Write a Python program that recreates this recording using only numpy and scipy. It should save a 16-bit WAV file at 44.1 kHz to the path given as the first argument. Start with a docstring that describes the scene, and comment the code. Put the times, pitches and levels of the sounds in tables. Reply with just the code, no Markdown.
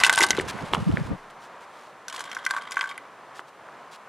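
"""A burst of bright clacks: metal-and-plastic spinning tops slide and collide in a hollow plastic bowl
carried past a hand-held camera on a quay. Impacts and friction excite the modes of the bowl and of the
tops' discs; two seconds in, the bowl, held in a new grip, rattles again. Wind buffets the two microphone
ports and a sleeve rustles while the camera swings. The bowl thuds, then fingers tap the camera;
shoes scuff the paving, and a town hums far off."""
import sys
import numpy as np
from scipy import signal
from scipy.fft import rfft, irfft, next_fast_len
from scipy.io import wavfile
from scipy.ndimage import map_coordinates

SR = 44100
rng = np.random.default_rng(int(sys.argv[2]) if len(sys.argv) > 2 else 0)


def inscribe(sig):
    """Save sig as 16-bit PCM at rate SR to the path in sys.argv[1].

    A 1-D sig is mono; a 2-D sig holds one channel per row.
    Samples are clipped to [-1, 1] before scaling.
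    """
    pcm = np.round(np.clip(np.atleast_2d(sig).T, -1, 1) * 32767)
    wavfile.write(sys.argv[1], SR, pcm.astype(np.int16))


N = 180192

# Noise spectra: frequency_hz, relative_density_db
TOWN_SPECTRUM = [(25, 4), (43, -16.5), (111, -14.5), (134, -9.5), (258, -9.5), (685, -0.5), (828, -1.5),
                 (1000, 1.5), (1310, -2.5), (9510, -38), (14700, -59), (16400, -61)]  # far traffic
WIND_SPECTRUM = [(15, -54), (25, -18), (69, -5), (161, -2.5), (306, -8), (345, -14), (381, -10),
                 (866, -18.5), (3000, -38), (3900, -65), (6600, -120)]  # turbulence at the ports
CLOTH_SPECTRUM = [(700, -4), (1500, -4.5), (3000, -2.5), (4500, -8), (11000, -17.5), (16000, -43)]  # a rubbing sleeve
SOLE_SPECTRUM = [(250, -33), (1060, 3.5), (1800, 0.5), (2140, -1.5), (3480, -1.5), (6410, -8), (9500, -12),
                 (16000, -31)]  # a sole on stone
RATTLE_SPECTRUM = [(1470, -46), (2500, 1.5), (3680, 2), (4990, -6), (9220, -6.5), (11800, -15.5),
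                   (15400, -31), (16400, -75.5)]  # metal contacts, before the discs colour them
HISS_SPECTRUM = [(1760, -31), (3000, -20), (3580, -7), (3900, -8.5), (6460, -1.5), (9750, -5.5),
                 (14900, -15), (16400, -33)]  # self-noise of each capsule
# Likeness of the sound at the two ports: frequency_hz, coherence
TOWN_COHERENCE = [(60, 1), (3000, 1), (15000, 1)]
WIND_COHERENCE = [(45, 1), (75, 1), (130, 0.99), (290, 0.66), (700, 0.4), (3000, 0.11)]
# Background hum, louder at first while the camera is handled: time_s, level_db
HUM_LEVELS = [(0.0, -38.5), (0.45, -39.5), (0.95, -41), (1.15, -43.5), (1.55, -46), (2.74, -46.5),
              (3.0, -46), (3.47, -47), (4.09, -44.5)]
# Wind buffeting, cut off abruptly at 1.18 s by the wind filter: time_s, level_db
BUFFET_LEVELS = [(0.0, -42), (0.122, -55), (0.284, -41.5), (0.41, -32), (0.456, -43), (0.706, -39.5),
                 (0.74, -34), (0.854, -34), (0.9, -32), (0.97, -30.5), (1.116, -35.5), (1.155, -36),
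                 (1.18, -61)]
# Single strong eddies: time_s, level_db, pitch_hz, half_length_s
EDDIES = [(0.42, -54, 237, 0.006), (0.804, -23, 99, 0.0073), (0.82, -19.5, 178, 0.0052),
          (0.869, -13, 176, 0.01), (0.889, -15, 300, 0.0075), (0.896, -16.5, 118, 0.0047),
          (0.922, -19.5, 95, 0.0094), (0.934, -12.5, 184, 0.0045), (0.979, -24, 220, 0.0057),
          (1.008, -18.5, 152, 0.0088), (1.047, -30, 95.5, 0.0059), (1.107, -20.5, 196, 0.0082),
          (1.117, -26.5, 79.6, 0.01)]
# Shoe scuffs: start_s, length_s, level_db
SCUFFS = [(0.475, 0.041, -32), (0.644, 0.026, -48), (0.727, 0.032, -33.5), (0.876, 0.15, -63),
          (1.023, 0.082, -51), (1.298, 0.016, -50), (1.395, 0.088, -53.5), (1.6, 0.059, -56),
          (1.677, 0.25, -56.5), (3.344, 0.068, -48), (3.467, 0.034, -56.5), (3.909, 0.061, -47)]
# Short knocks and thuds, first the bowl's low thud under its clacks, then taps on the camera:
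# start_s, level_db, pitch_hz, half_contact_ms, thud_relative_db, thud_t60_s, crack_relative_db
KNOCKS = [(0.203, -29, 2010, 0.69, 7, 0.29, -30), (0.218, -23, 2000, 0.88, 9.5, 0.045, -30),
          (0.304, -16, 790, 1.01, 1.5, 0.014, -25), (0.3808, -12, 1120, 0.59, -15, 0.03, -5),
          (0.383, -13, 420, 2.2, -15, 0.045, -18), (0.3965, -13.5, 1990, 0.9, -5, 0.023, -7),
          (0.409, -24, 1690, 0.45, -20, 0.02, -10), (0.7337, -10, 1020, 1.2, -1.5, 0.021, 6.5),
          (0.7462, -12, 1180, 1.33, -8, 0.021, -23), (0.7478, -13.5, 2830, 0.64, -23, 0.025, 2),
          (0.7542, -18, 900, 0.37, -23, 0.02, -3), (0.7655, -25, 834, 1.67, -23, 0.02, -16),
          (0.913, -29, 3030, 0.69, -22, 0.02, -3), (0.97, -13.5, 1740, 0.83, -1.5, 0.0061, -5),
          (3.3919, -18, 1430, 0.57, -20, 0.04, -7), (3.686, -27, 1360, 0.63, -25, 0.02, -25.5)]
# Acoustic shadow of the camera, before BEARING_DB is added: frequency_hz, side_over_mid_db
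SHADOW = [(400, -51), (1000, -62), (2400, -31.5), (5000, -7.5), (9000, -4.5), (11500, 6.5), (15000, 13)]
# Modes of the bowl: pitch_hz, level_db, t60_s
BELLY_MODES = [(800, -44, 0.0085), (927, -1.5, 0.02)]  # the floor's lowest, damped by a supporting hand
FLOOR_MODES = [(1071, 2.5, 0.029), (1127, -3, 0.077)]
WALL_MODES = [(1540, 3, 0.055), (1605, -11, 0.04), (1700, -16, 0.04)]
# Modes of the stiff rim: pitch_hz, before_regrip_db, after_regrip_db, t60_s
RIM_MODES = [(2035, 7, 5.5, 0.021), (2254, -12.5, 2.5, 0.019), (2665, 0, -16, 0.026), (2950, 0, -7, 0.03),
             (3180, -29, 2.5, 0.033), (3310, -15, -2, 0.019), (3620, -3, -2, 0.028), (4020, -8, -20, 0.04),
             (4510, -7.5, -13, 0.025)]
# Resonances of the tops' metal discs: pitch_hz, bandwidth_hz, level_db
DISC_MODES = [(4020, 52, -22), (4850, 49, 0), (5400, 250, 4.5), (6540, 330, 0), (7500, 600, 0.5),
              (9750, 83, -25), (10970, 350, 5)]
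# Spells in which the bowl is moved and the tops slide: start_s, end_s, level_db, slope_db_per_s
SLIDES = [(0, 0.5, -27.5, -94), (2.076, 2.984, -43.5, -4)]
# Impacts in the bowl; landing runs from 0 (floor) to 1 (rim):
# start_s, bowl_db, landing, metal_db, ping_hz, chatter_ms
CLACKS = [(0.001, -17.5, 0.45, -14, 4980, 8.4), (0.014, -17, 0.13, -29, 4000, 6.8),
          (0.0354, 4, 0.71, 0, 3680, 5.7), (0.0464, -4, 0.83, -6, 3640, 9.5),
          (0.054, -33, 0.91, -12, 5070, 6.4), (0.0642, -8, 0.31, -5.5, 8800, 6.2),
          (0.0728, -14, 0.4, -18, 5230, 4.5), (0.0864, -23, 0.69, -31, 3570, 4),
          (0.0952, 2.5, 0.52, -3, 3340, 4.2), (0.1146, -47, 0.67, -28, 3730, 3.4),
          (0.1267, -8.5, 0.27, -6.5, 8800, 7.9), (0.1358, -16, 0.35, -10, 4500, 4.3),
          (0.1486, -28, 1, -14, 3700, 5), (0.1582, -47, 0.54, -7.5, 8700, 2.3),
          (0.1702, -23, 0.75, -16, 4800, 6.5), (0.1765, -3, 0.32, -6, 3160, 5.7),
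          (0.185, -13, 0.49, -12, 9200, 3), (0.188, -25, 0.54, -7.5, 7940, 6.5),
          (0.198, -10, 0.15, -37, 9130, 3.6), (0.204, -32, 0.38, -10, 10000, 2),
          (0.2069, -4.5, 0.59, -7, 5930, 5.5), (0.2158, -7.5, 0.67, -5, 3340, 3.4),
          (0.2224, -9.5, 0.26, -12, 7100, 6.2), (0.227, -15.5, 0.7, -3.5, 7640, 8.5),
          (0.2348, -6.5, 0.58, -1, 3760, 2.4), (0.2391, -2, 0.3, -6, 4640, 4.2),
          (0.2453, -14, 0.19, -11, 8260, 3.8), (0.265, -39, 0.68, -15, 9000, 5.2),
          (0.2861, -23, 0.4, -19.5, 3900, 9.7), (0.2982, -45, 0.65, -20, 9000, 1.9),
          (0.3058, -10, 0.61, 2, 6290, 3.1), (0.313, -21.5, 0.5, -13, 4070, 4.2),
          (0.33, -19, 0.6, -32, 3680, 4.8), (0.348, -21, 0.48, -27.5, 6200, 12),
          (0.3674, -28, 0.82, -17.5, 3900, 1.7), (0.374, -21.5, 0.51, -19, 4060, 1.8),
          (0.388, -22, 1, -24.5, 6240, 17), (0.4096, -31, 0.45, -23, 8470, 8.8),
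          (0.587, -24, 0.39, -55, 4070, 4.5), (2.0821, -26, 0.47, -19.5, 6100, 6.9),
          (2.098, -30, 0.8, -23.5, 5600, 4.9), (2.1256, -28, 0.39, -24, 3380, 7.8),
          (2.1473, -38, 0.35, -23.5, 3450, 5.7), (2.162, -46, 0.65, -20, 3350, 6.7),
          (2.1929, -32, 0.33, -21.5, 6100, 7.7), (2.206, -24, 0.5, -24, 3500, 13),
          (2.2396, -30, 0.67, -27, 3560, 5.8), (2.253, -37, 0.99, -31.5, 6000, 11),
          (2.298, -52, 0.91, -34, 6000, 6.4), (2.3147, -23, 0.77, -25, 5700, 5.8),
          (2.348, -35, 0.52, -22.5, 5950, 6.7), (2.3666, -18, 0.45, -35, 5750, 3.4),
          (2.374, -32, 0.28, -35, 5500, 4.2), (2.438, -42, 0.47, -42, 5800, 4),
          (2.4509, -33, 1, -19, 5550, 3.9), (2.4638, -8, 0.583, -14, 5700, 3.8),
          (2.4741, -26, 0.35, -44, 8710, 3), (2.49, -28, 0.34, -31, 3570, 6.3),
          (2.5017, -23, 0.55, -30, 3380, 6.8), (2.5085, -12, 0.39, -11.5, 4440, 3.4),
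          (2.537, -17, 0.41, -29, 3370, 5.9), (2.5471, -21.5, 0.25, -35.5, 9100, 9.9),
          (2.5645, -17, 0.4, -24.5, 3820, 6.8), (2.574, -24.5, 0.23, -36, 3400, 5.6),
          (2.5825, -20.5, 0.51, -32, 4260, 9.2), (2.6203, -27, 0.26, -29.5, 4430, 5),
          (2.709, -30, 0.21, -24, 6860, 4.9), (2.7188, -21, 0.69, -17, 5040, 5.6),
          (2.7227, -28, 0.79, -31, 8100, 5), (2.729, -30, 0.49, -32, 5870, 4),
          (2.741, -48, 0.42, -44, 12000, 3.4), (2.757, -30, 0.71, -30, 3650, 6),
          (2.7694, -8, 0.47, -26.5, 6040, 3.9), (2.7787, -26.5, 0.79, -30, 6400, 2.5),
          (2.7915, -16.5, 0.44, -25, 3200, 2.9), (2.8097, -10.5, 0.75, -13.5, 4520, 0.7),
          (2.816, -18.5, 0.45, -29, 3260, 4.1), (2.8281, -21, 0.38, -30, 6400, 4.6),
          (2.84, -19.5, 0.45, -28, 3460, 8), (2.857, -21, 0.46, -36, 3340, 6.1),
          (2.873, -30, 0.33, -33, 3260, 5), (2.891, -31, 0.96, -28, 3600, 5.7),
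          (2.9123, -23, 0.7, -32, 5030, 1.9), (2.978, -25.5, 0.67, -23, 9270, 0.84)]

REGRIP_S = 1.5  # the bowl is regripped and carried to one side; the pairs below are (before, after)
BEARING_DB = (-11, -3)  # strength of the shadow
BELLY_DB, FLOOR_DB, WALL_DB = (8, -33), (-9, 5.5), (-1, 5)  # weights of the struck modes
WALL_T60_SHARE = (0.9, 0.58)  # ring time that the grip leaves
RUB_WALL_DB, TIP_GRIND_DB = (-14, -5), (-14.5, -16)  # relative to the rubbed floor
SKID_DB = (-39, -30)  # relative to a clack's metal_db


def amp(db):
    """Amplitude ratio of a level in decibels."""
    return 10 ** (np.asarray(db) / 20)


def unit_rms(x):
    """Normalisation to an rms of 1."""
    return x / np.sqrt(np.mean(x ** 2) + 1e-20)


def curve_at(points, hz):
    """Interpolation of (frequency_hz, value) points on a logarithmic frequency axis."""
    frequencies, values = np.transpose(points)
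    return np.interp(np.log(hz + 1), np.log(frequencies + 1), values)


def envelope(points):
    """Amplitude envelope through (time_s, level_db) points, silent outside them."""
    return amp(np.interp(np.arange(N) / SR, *np.transpose(points), -120, -120))


def wobble(rate_hz):
    """Smooth random modulation: a spline through rate_hz Gaussian values a second."""
    knots = rng.standard_normal(int(N * rate_hz / SR) + 4)
    return map_coordinates(knots, [np.arange(N) * rate_hz / SR])


def filtered(x, response):
    """Linear filtering: the spectrum is multiplied by a frequency response."""
    size = next_fast_len(N + 8192)
    return irfft(rfft(x, size) * response(np.fft.rfftfreq(size, 1 / SR)), size)[..., :N]


def stereo_noise(spectrum, coherence):
    """Partial coherence: the balance of independent mid and side noise sets how alike the ports are."""
    def mid_and_side(hz):
        angle = np.arccos(np.clip(curve_at(coherence, hz), -1, 1)) / 2
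        return amp(curve_at(spectrum, hz)) * [np.cos(angle), np.sin(angle)]
    mid, side = filtered(rng.standard_normal((2, N)), mid_and_side)
    return unit_rms(np.array([mid + side, mid - side]))


def ring(modes, t, spread_db, rise_s):
    """Free vibration: a sum of damped sines, varying a little in level and pitch from blow to blow."""
    hz, db, t60 = np.transpose(modes)[..., None]
    level_draw, pitch_draw = rng.standard_normal((2, len(modes), 1))
    decay = amp(db + spread_db * level_draw - 60 * t / t60)
    tones = decay * np.sin(2 * np.pi * hz * (1 + 0.0068 * pitch_draw) * t)
    return tones.sum(axis=0) * (1 - np.exp(-t / rise_s))


def town():
    """Incoherent summation: far traffic merges into a drifting hum, here without its deepest bass."""
    hum = envelope(HUM_LEVELS) * amp(1.29 * wobble(6.634)) * stereo_noise(TOWN_SPECTRUM, TOWN_COHERENCE)
    return filtered(hum, lambda hz: hz ** 4 / (hz ** 4 + 62 ** 4))


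def wind():
    """Turbulence: pressure arrives at the ports in lumps, and strong eddies swing it for a few cycles."""
    t = np.arange(N) / SR
    lumps = amp(2.3 * wobble(30.8) + 4.7 * np.array([wobble(40.33), wobble(39.54)]))
    buffet = envelope(BUFFET_LEVELS) * unit_rms(lumps * stereo_noise(WIND_SPECTRUM, WIND_COHERENCE))
    lead_s = np.array([[0.001], [-0.001]])  # an eddy's swing is early at one port, late at the other
    for time_s, level_db, pitch_hz, half_length_s in EDDIES:
        swell = np.exp(-((t - time_s - 0.008) / half_length_s) ** 2)
        phase = 2 * np.pi * pitch_hz * (t - time_s + lead_s) + rng.uniform(0, 2 * np.pi)
        buffet += amp(level_db) * swell * np.sin(phase)
    return buffet


def low_cut_settling(start_s=1.16, level_db=-52, pitch_hz=20, t60_s=0.7):
    """Transient response: the recorder's low-cut filter settles faintly as the buffeting stops."""
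    elapsed_s = np.clip(np.arange(N) / SR - start_s, 0, None)
    return amp(level_db - 60 * elapsed_s / t60_s) * np.sin(2 * np.pi * pitch_hz * elapsed_s)


def sleeve(level_db=-49.5, swing_end_s=1.0, t60_s=1):
    """Cloth friction: spiky grains of dry hiss die away once the camera stops swinging."""
    resting_s = np.clip(np.arange(N) / SR - swing_end_s, 0, None)
    grains = unit_rms(amp(3 * wobble(250)) * stereo_noise(CLOTH_SPECTRUM, [(2000, 0.94), (12000, 0.94)]))
    return amp(level_db + 0.57 * wobble(7.3) - 60 * resting_s / t60_s) * grains


def shoes():
    """Sliding friction: a sole dragged over rough stone gives a grainy hiss that swells and stops."""
    t = np.arange(N) / SR
    strokes = sum(amp(level_db) * np.sin(np.pi * np.clip((t - start_s) / length_s, 0, 1)) ** 0.65
                  for start_s, length_s, level_db in SCUFFS)
    grit = amp(2.4 * wobble(620)) * stereo_noise(SOLE_SPECTRUM, [(2000, 1.0), (14000, 0.93)])
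    return strokes * unit_rms(grit)


def knocks_and_thuds():
    """Impulse response: a briefly forced shell, first the bowl and later the camera, thuds and cracks."""
    out, t = np.zeros(N + SR), np.arange(SR // 16) / SR
    crack_modes = [(1830, -0.5, 0.0068), (2200, 0.5, 0.0066), (2960, -2.5, 0.0057), (3260, 1.5, 0.0046)]
    for start_s, level_db, pitch_hz, half_contact_ms, thud_db, thud_t60_s, crack_db in KNOCKS:
        at, half_s = round((start_s + 0.0015) * SR), half_contact_ms / 1000
        contact = np.exp(-((t - half_s) / half_s) ** 2) * (1 - np.exp(-t / 0.0003))
        offset = np.exp(-(np.pi * pitch_hz * half_s) ** 2)  # keeps the pulse's mean near zero
        tap = -contact * (np.cos(2 * np.pi * pitch_hz * (t - half_s)) - offset)
        crack = amp(crack_db) * ring(crack_modes, t, spread_db=2, rise_s=0.00069)
        thud_modes = [(362.3, 1, thud_t60_s), (222, -17.5, 0.023), (513, 0, 0.011)]
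        thud = amp(thud_db) * ring(thud_modes, t, spread_db=2.5, rise_s=0.00097)
        out[at:at + len(t)] += amp(level_db) * (tap + thud + crack)
    return filtered(out[:N], lambda hz: 1 / (1 + 1j * hz / 5500) ** 2)  # dulls the treble


def reflections(x, t60_s=0.43, corner_hz=2500):
    """Reverberation: the paving and a wall return two independent dull tails, one mid and one side."""
    t = np.arange(SR // 4) / SR
    tails = rng.standard_normal((2, len(t))) * amp(-60 * t / t60_s) * (t > 0.003)
    dull = filtered(x, lambda hz: 1 / (1 + 1j * hz / corner_hz) ** 2)
    return signal.fftconvolve(dull[None], tails / np.linalg.norm(tails[0]), axes=1)[:, :N]


def camera_shadow(x):
    """Diffraction: long waves from off the axis reach both ports alike, while short waves differ."""
    bearing = amp(np.where(np.arange(N) / SR < REGRIP_S, *BEARING_DB))
    side = bearing * filtered(x, lambda hz: amp(curve_at(SHADOW, hz)) * np.exp(-1.45j))
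    return np.array([x + side, x - side])


def rim_modes(grip):
    """Boundary conditions: the grip (0 first, 1 second) sets the level of each rim mode."""
    return [(pitch_hz, levels_db[grip], t60_s) for pitch_hz, *levels_db, t60_s in RIM_MODES]


def disc_rattle():
    """Resonance: the metal discs raise peaks in bright contact noise."""
    def response(hz):
        peaks = sum(amp(level_db - 0.5) * width_hz / np.hypot(2 * (hz - pitch_hz), width_hz)
                    for pitch_hz, width_hz, level_db in DISC_MODES)
        return amp(curve_at(RATTLE_SPECTRUM, hz)) * (1 + peaks)
    return unit_rms(filtered(rng.standard_normal(N), response))


def rubbed(modes, roughness, corner_hz=5000):
    """Forced vibration: uneven friction noise drives a bank of damped resonators."""
    def response(hz):
        peaks = sum(amp(level_db) / (5 / t60_s + 2j * (hz - pitch_hz))
                    for pitch_hz, level_db, t60_s in modes)
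        return peaks / (1 + (hz / corner_hz) ** 4)
    return unit_rms(filtered(roughness * rng.standard_normal(N), response))


def sliding_tops(ramp_s=0.059, skid_t60_s=0.089):
    """Frictional excitation: dragging tips drive the bowl's modes; a top skids thinly after each clack."""
    t = np.arange(N) / SR
    first_grip = t < REGRIP_S
    drag, skid = np.zeros((2, N))
    for start_s, end_s, level_db, slope_db_per_s in SLIDES:
        onset = np.clip((t - start_s) / ramp_s, 0, 1) if start_s > 0 else 1
        release = np.clip((end_s - t) / ramp_s, 0, 1)
        drag += amp(level_db + slope_db_per_s * (t - start_s)) * onset * release
    for start_s, _, _, metal_db, *_ in CLACKS:
        decay = amp(-60 * np.abs(t - start_s) / skid_t60_s) * (t > start_s)
        skid += amp(metal_db + SKID_DB[int(start_s > REGRIP_S)]) * decay
    roughness = amp(4.6 * wobble(160))
    floor = rubbed(FLOOR_MODES, roughness)
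    wall = amp(np.where(first_grip, *RUB_WALL_DB)) * rubbed(WALL_MODES, roughness)
    rim = amp(-4) * np.where(first_grip, rubbed(rim_modes(0), roughness), rubbed(rim_modes(1), roughness))
    scrape = unit_rms(roughness * disc_rattle())
    grind = amp(np.where(first_grip, *TIP_GRIND_DB)) * scrape
    return drag * (floor + wall + rim + grind) + skid * scrape


def struck_bowl(landing, grip, t, floor_hz=800, rim_hz=3600, falloff_db=153):
    """Modal excitation: a blow on the floor favours the low modes, a blow on the rim the high ones."""
    wall_modes = [(hz, db, t60_s * WALL_T60_SHARE[grip]) for hz, db, t60_s in WALL_MODES]
    # Every blow reaches the floor and the wall at least as well as least_db.
    parts = [(BELLY_MODES, BELLY_DB[grip], -15), (FLOOR_MODES, FLOOR_DB[grip], -15),
             (wall_modes, WALL_DB[grip], -8.5), (rim_modes(grip), 0, -np.inf)]
    pitch_hz, level_db, t60_s, least_db = np.transpose(
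        [(hz, db + grip_db, t60, least) for modes, grip_db, least in parts for hz, db, t60 in modes])
    place = np.log(pitch_hz / floor_hz) / np.log(rim_hz / floor_hz)
    level_db += np.maximum(-falloff_db * (place - landing) ** 2, least_db)
    level_db -= 20 * np.log10(np.linalg.norm(amp(level_db)))  # the modes share unit power
    body = ring(np.transpose([pitch_hz, level_db, t60_s]), t, spread_db=2.5, rise_s=0.0014)
    smack_hz = floor_hz * (rim_hz / floor_hz) ** landing
    smack = amp(-2) * ring([(smack_hz, 0, 0.008)], t, spread_db=1.5, rise_s=0.0003)
    return body + smack


def clacking_tops():
    """Impact excitation: each contact rings the bowl, pings a disc and shakes the top's loose parts."""
    out, t = np.zeros(N + SR), np.arange(SR // 10) / SR
    rattle = disc_rattle()
    for start_s, bowl_db, landing, metal_db, ping_hz, chatter_ms in CLACKS:
        at = round((start_s + 0.0003) * SR)
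        end = at + len(t)
        bowl = struck_bowl(landing, int(start_s > REGRIP_S), t)
        ping_modes = [(ping_hz, 0, 0.009), (1.08 * ping_hz, -4, 0.007)]
        ping = amp(-4.5) * ring(ping_modes, t, spread_db=1.5, rise_s=0.00051)
        shaking = np.exp(-(1000 * t / chatter_ms) ** 1.3) * (1 - np.exp(-t / 0.00035))
        chatter = amp(-15.5) * shaking * rattle[at:end]
        # the first instant of metal on metal
        snap = amp(-6.5 - 60 * t / 0.004) * (1 - np.exp(-t / 0.0005)) * rattle[end:end + len(t)]
        out[at:end] += amp(bowl_db) * bowl + amp(metal_db) * (ping + chatter + snap)
    return out[:N]


def scene():
    """Superposition: the direct sounds and the faint reflections add at the two ports."""
    sources = np.array([clacking_tops() + sliding_tops(), knocks_and_thuds()])
    # A low cut thins the bass of the clacks and knocks.
    bowl, knocks = filtered(sources, lambda hz: (1j * hz / (110 + 1j * hz)) ** 2)
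    tail_mid, tail_side = reflections(bowl + knocks)
    off_axis = camera_shadow(bowl + amp(-9.5) * tail_mid)
    width = amp(-60) * tail_side * [[1], [-1]]
    return off_axis + width + knocks + shoes() + sleeve() + wind() + low_cut_settling() + town()


def record(dry, band_limit_hz=16500):
    """Transduction: the capsules add self-noise, peaks saturate softly and the band is limited."""
    noisy = dry + amp(-69) * stereo_noise(HISS_SPECTRUM, [(1000, 0.018)])
    saturated = noisy / (1 + np.abs(noisy) ** 12) ** (1 / 12)
    return filtered(saturated, lambda hz: hz < band_limit_hz)


dry = scene()
out = record(dry)
inscribe(out)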